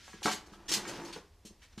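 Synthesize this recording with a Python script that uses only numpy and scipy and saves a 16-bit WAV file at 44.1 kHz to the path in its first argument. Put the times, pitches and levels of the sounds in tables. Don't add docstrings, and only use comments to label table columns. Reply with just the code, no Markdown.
import sys
import numpy as np
from scipy import signal
from scipy.fft import rfft, irfft
from scipy.io import wavfile
from scipy.ndimage import uniform_filter1d

SR = 44100
rng = np.random.default_rng(int(sys.argv[2]) if len(sys.argv) > 2 else 0)


def materialize(psi):
    bounded = np.clip(np.atleast_2d(psi).T, -1, 1)
    quanta = np.round(bounded * 32767).astype(np.int16)
    wavfile.write(sys.argv[1], SR, quanta)


def convert_level_to_amplitude(level_db):
    exponent = np.asarray(level_db, float) / 20
    return 10 ** exponent


N = 79380


def in_time(rows):
    s, value = np.transpose(rows)
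    return np.interp(np.arange(N) / SR, s, value)


def at_hz(points, hz):
    p = np.array(points)
    return np.interp(np.log(np.maximum(hz, 1)), np.log(p[:, 0]), p[:, 1])


def rms_one(x):
    return x / np.sqrt(np.mean(x ** 2) + 1e-20)


def coloured(x, points):
    gain = convert_level_to_amplitude(at_hz(points, np.fft.rfftfreq(len(x), 1 / SR)))
    return irfft(rfft(x) * gain, len(x))


def band_pass(x, low_hz, high_hz, order):
    sos = signal.butter(order, [low_hz, high_hz], "band", fs=SR, output="sos")
    return signal.sosfilt(sos, x)


def drift(rate_hz):
    r = np.exp(-2 * np.pi * rate_hz / SR)
    wander = signal.lfilter([1], [1, -2 * r, r * r], rng.standard_normal(N + SR))
    return rms_one(wander[SR:])


def resonance(x, hz, width_hz):
    r = np.exp(-np.pi * width_hz / SR)
    top = np.array([1, 0, -1]) * (1 - r * r) / 2
    return signal.lfilter(top, [1, -2 * r * np.cos(2 * np.pi * hz / SR), r * r], x)


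def ringing(x, modes):
    return rms_one(sum(convert_level_to_amplitude(db) * rms_one(resonance(x, hz, width)) for hz, width, db in modes))


def grains(per_s, spread_db):
    size = convert_level_to_amplitude(spread_db * np.minimum(rng.exponential(1, N), 5)) * rng.choice([-1, 1], N)
    return rms_one(size * (rng.random(N) < per_s / SR))


def room_hum():
    # (frequency [Hz], level [dB])
    hum_colour = [(12, -52), (20, -3), (94, -5), (120, -20.5), (947, -26.5), (1180, -27.5), (1390, -36.5),
                  (6000, -38), (14500, -46)]
    hum_db = -62
    return convert_level_to_amplitude(hum_db) * rms_one(coloured(rng.standard_normal(N), hum_colour))


def garage(x):
    # (frequency [Hz], time [s])
    decay_times = [(100, 0.44), (300, 0.29), (800, 0.3), (2000, 0.28), (5000, 0.21), (13000, 0.21)]
    room_db, gap_s, bass_db = -4, 0.004, -2.5
    t, tail = np.arange(SR // 2) / SR, 0
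    for low in 80 * 2. ** np.arange(8):
        band = band_pass(rng.standard_normal(len(t)), low, min(2 * low, 0.45 * SR), 2)
        band = band * convert_level_to_amplitude(-60 * t / at_hz(decay_times, low * 2 ** 0.5))
        tail = tail + band * (t > gap_s) * convert_level_to_amplitude(bass_db * (low < 600))
    return convert_level_to_amplitude(room_db) * signal.fftconvolve(x, tail / np.sqrt(np.sum(tail ** 2)))[:N]


def rustle():
    # (time [s], level [dB])
    rustle_level = [(0.0, -58), (0.21, -60.5), (0.516, -68), (0.736, -72), (0.862, -52.5), (0.962, -51.5),
                    (1.042, -61), (1.178, -55.5), (1.228, -70), (1.362, -76.5), (1.8, -69.5)]
    # (frequency [Hz], level [dB])
    rustle_colour = [(120, -31), (200, 4.5), (727, -41.5), (968, -9), (1240, -13.5), (1340, -2),
                     (5610, -5.5), (14500, -32.5)]
    loudness = convert_level_to_amplitude(in_time(rustle_level) + 2.0 * drift(36))
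    return loudness * rms_one(coloured(grains(22000, 0.67), rustle_colour))


def dragging():
    # (time [s], level [dB])
    pressure = [
        (0.42, -60.5),
        (0.684, -55),
        (0.712, -41),
        (0.862, -45.5),
        (0.872, -41),
        (1.084, -47.5),
        (1.152, -59),
        (1.162, -40.5),
        (1.25, -96),
    ]
    # (frequency [Hz], width [Hz], level [dB])
    body_modes = [(205, 17, 2.5), (322.5, 81, 8.5), (420, 50, -21), (852, 69, -3), (1650, 73, -16.5),
                  (2300, 210, -14)]
    slips_per_s, broad_db, cut_hz = 1500, -7, 1400
    slips = grains(slips_per_s, 3.6) * convert_level_to_amplitude(1.6 * drift(38))
    body = ringing(slips, body_modes)
    broad = rms_one(band_pass(slips, 130, cut_hz, 2))
    start, end = pressure[0][0], pressure[-1][0]
    fade = np.interp(np.arange(N) / SR, [start - 0.08, start, end, end + 0.14], [0, 1, 1, 0])
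    return convert_level_to_amplitude(in_time(pressure) - 2) * fade * rms_one(body + convert_level_to_amplitude(broad_db) * broad)


def skids():
    # (time [s], level [dB], length [s], centre [Hz])
    skid_events = [(.0, -59, 0.15, 3070), (0.039, -59, 0.094, 5700), (0.228, -32.5, 0.034, 4630),
                   (0.256, -34, 0.049, 4000), (0.312, -31.5, 0.022, 4630), (0.34, -45, 0.0042, 6240),
                   (0.462, -56, .01, 5200), (.525, -55, 0.023, 4000), (0.681, -36.5, 0.024, 4170),
                   (0.69, -35, 0.01, 4630), (0.715, -24.5, 0.013, 5100), (.737, -18.5, 0.0029, 5100),
                   (0.743, -42.5, 0.034, 4170), (0.844, -65, 0.0092, 3000), (0.876, -38, 0.02, 4840),
                   (0.935, -54, 0.01, 4770), (0.967, -70, 0.011, 3500), (1.011, -58, .02, 5000),
                   (1.047, -45.5, 0.014, 4300), (1.072, -51, 0.01, 5500), (1.125, -42, 0.015, 3420),
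                   (1.132, -55.5, 0.016, 4000), (1.45, -47.5, 0.022, 5760), (1.616, -53.5, 0.028, 2400),
                   (1.628, -62, 0.018, 4700), (1.777, -45, 0.017, 4000)]
    # (frequency [Hz], width [Hz], level [dB])
    edge_modes = [(1730, 200, 3), (3000, 360, 1.5), (4410, 200, -3), (5540, 200, -1.5), (6320, 270, 1),
                  (6540, 430, 0), (7370, 200, -7.5)]
    ring_db, grit_spread_db, top_hz = -12.5, 2.85, 7700
    shortest_rise_s, swell_share = 0.0022, 0.12
    t60_s, octaves = 0.066, 1.34
    t, out = np.arange(N) / SR, np.zeros(N)
    grit = grains(15000, grit_spread_db)
    grit = grit + convert_level_to_amplitude(ring_db) * ringing(grit, edge_modes)
    half_width = 2 ** (octaves / 2)
    for s, db, length, hz in skid_events:
        a, b = int(s * SR), min(N, int((s + length + t60_s * 1.8) * SR))
        u = t[a:b] - s
        rise = np.minimum(u / max(shortest_rise_s, swell_share * length), 1)
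        fall = convert_level_to_amplitude(-60 * np.maximum(u - length, 0) / t60_s)
        scrape = band_pass(grit[a:b], hz / half_width, min(hz * half_width, 0.45 * SR), 1)
        out[a:b] += convert_level_to_amplitude(db) * rise * fall * scrape
    return signal.sosfilt(signal.butter(1, top_hz, fs=SR, output="sos"), out)


def clunks():
    # (time [s], peak level [dB], centre [Hz], spread [octaves])
    blows = [(0.079, -46.5, 1100, 1.05), (0.132, -45.5, 1500, 0.58), (.138, -39, 230, 0.75),
             (0.219, -39.5, 600, 0.71), (.253, -23.5, 260, 0.85), (0.257, -24, 900, 1.4),
             (.266, -25, 400, 1.12), (.271, -26, 1300, 0.54), (0.28, -24.5, 1000, .8),
             (0.292, -49, 800, 1.1), (0.337, -38, 160, 0.51), (.519, -45, 220, 1), (.535, -45.5, 1150, .4),
             (0.704, -36, 200, 0.31), (0.852, -36, 1600, 0.5), (0.874, -38, 330, .6),
             (.895, -45, 1650, 0.29), (0.984, -36, 225, 0.67), (1.01, -58, 890, .3),
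             (1.163, -34.5, 420, 0.44), (1.45, -38.5, 240, 0.68), (1.506, -47.5, 260, .6),
             (1.776, -30.5, 200, 0.55), (1.781, -48, 1100, 0.93)]
    # (frequency [Hz], level [dB], time to die by 60 dB [s])
    board_modes = [(144, -4, 0.067), (207.5, 0.5, 0.06), (315, -3.5, 0.069), (413.6, -2, 0.063),
                   (521, -1.5, 0.038), (764, -1, 0.043), (890, -4.5, 0.053), (1036, -4, 0.03),
                   (1139, -1, 0.041), (1309, 0, 0.035), (1612, -2, 0.08), (1877, -4, .035), (2252, 5, .03),
                   (3730, 8, 0.021)]
    rise_cycles, low_cut_hz, uneven_db, detune = 0.3, 110, 2, 0.015
    out, t = np.zeros(N + SR), np.arange(SR // 4) / SR
    chance = rng.standard_normal((len(blows), 3, len(board_modes)))
    hz, mode_db, t60 = np.transpose(board_modes)[:, :, None]
    for (s, db, centre_hz, octaves), (gain, tune, sign) in zip(blows, chance[..., None]):
        near = np.exp(-0.5 * (np.log2(hz / centre_hz) / octaves) ** 2)
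        level = convert_level_to_amplitude(db - 3.5 + mode_db + uneven_db * gain - 60 * t / t60)
        rings = near * np.sign(sign) * level * np.sin(2 * np.pi * hz * (1 + detune * tune) * t)
        swell = 1 - np.exp(-t * centre_hz / rise_cycles)
        start = int(s * SR)
        out[start:start + len(t)] += rings.sum(axis=0) * swell
    return signal.sosfilt(signal.butter(2, low_cut_hz, "high", fs=SR, output="sos"), out[:N])


def scene():
    wood = clunks() + skids() + dragging()
    return np.tile(wood + garage(wood) + rustle() + room_hum(), (2, 1))


def patchy_width(mid):
    low_hz, full_hz, most = 4000, 9000, 0.7
    hz, _, spec = signal.stft(mid, SR, nperseg=2048, noverlap=1024)
    band = (np.log(np.maximum(hz, 100) / 100) * 9).astype(int)
    share = most * np.clip((hz - low_hz) / (full_hz - low_hz), 0, 1) ** 0.75
    draw = rng.random((band.max() + 1, spec.shape[1] // 2 + 1)).repeat(2, axis=1)
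    patch = draw[band, :spec.shape[1]] < share[:, None]
    turn = np.exp(2j * np.pi * rng.random(spec.shape))
    level = np.sqrt(uniform_filter1d(np.abs(spec) ** 2, size=15, axis=0))
    return signal.istft(level * turn * patch, SR, nperseg=2048, noverlap=1024)[1][:N]


def low_pass(x):
    return signal.sosfilt(signal.butter(12, 14770, fs=SR, output="sos"), x)


def record(dry):
    mid = signal.sosfilt(signal.cheby2(24, 50, 14750, fs=SR, output="sos"), dry[0])
    side = patchy_width(mid)
    return low_pass(np.array([mid + side, mid - side]))


dry = scene()
out = record(dry)
materialize(out)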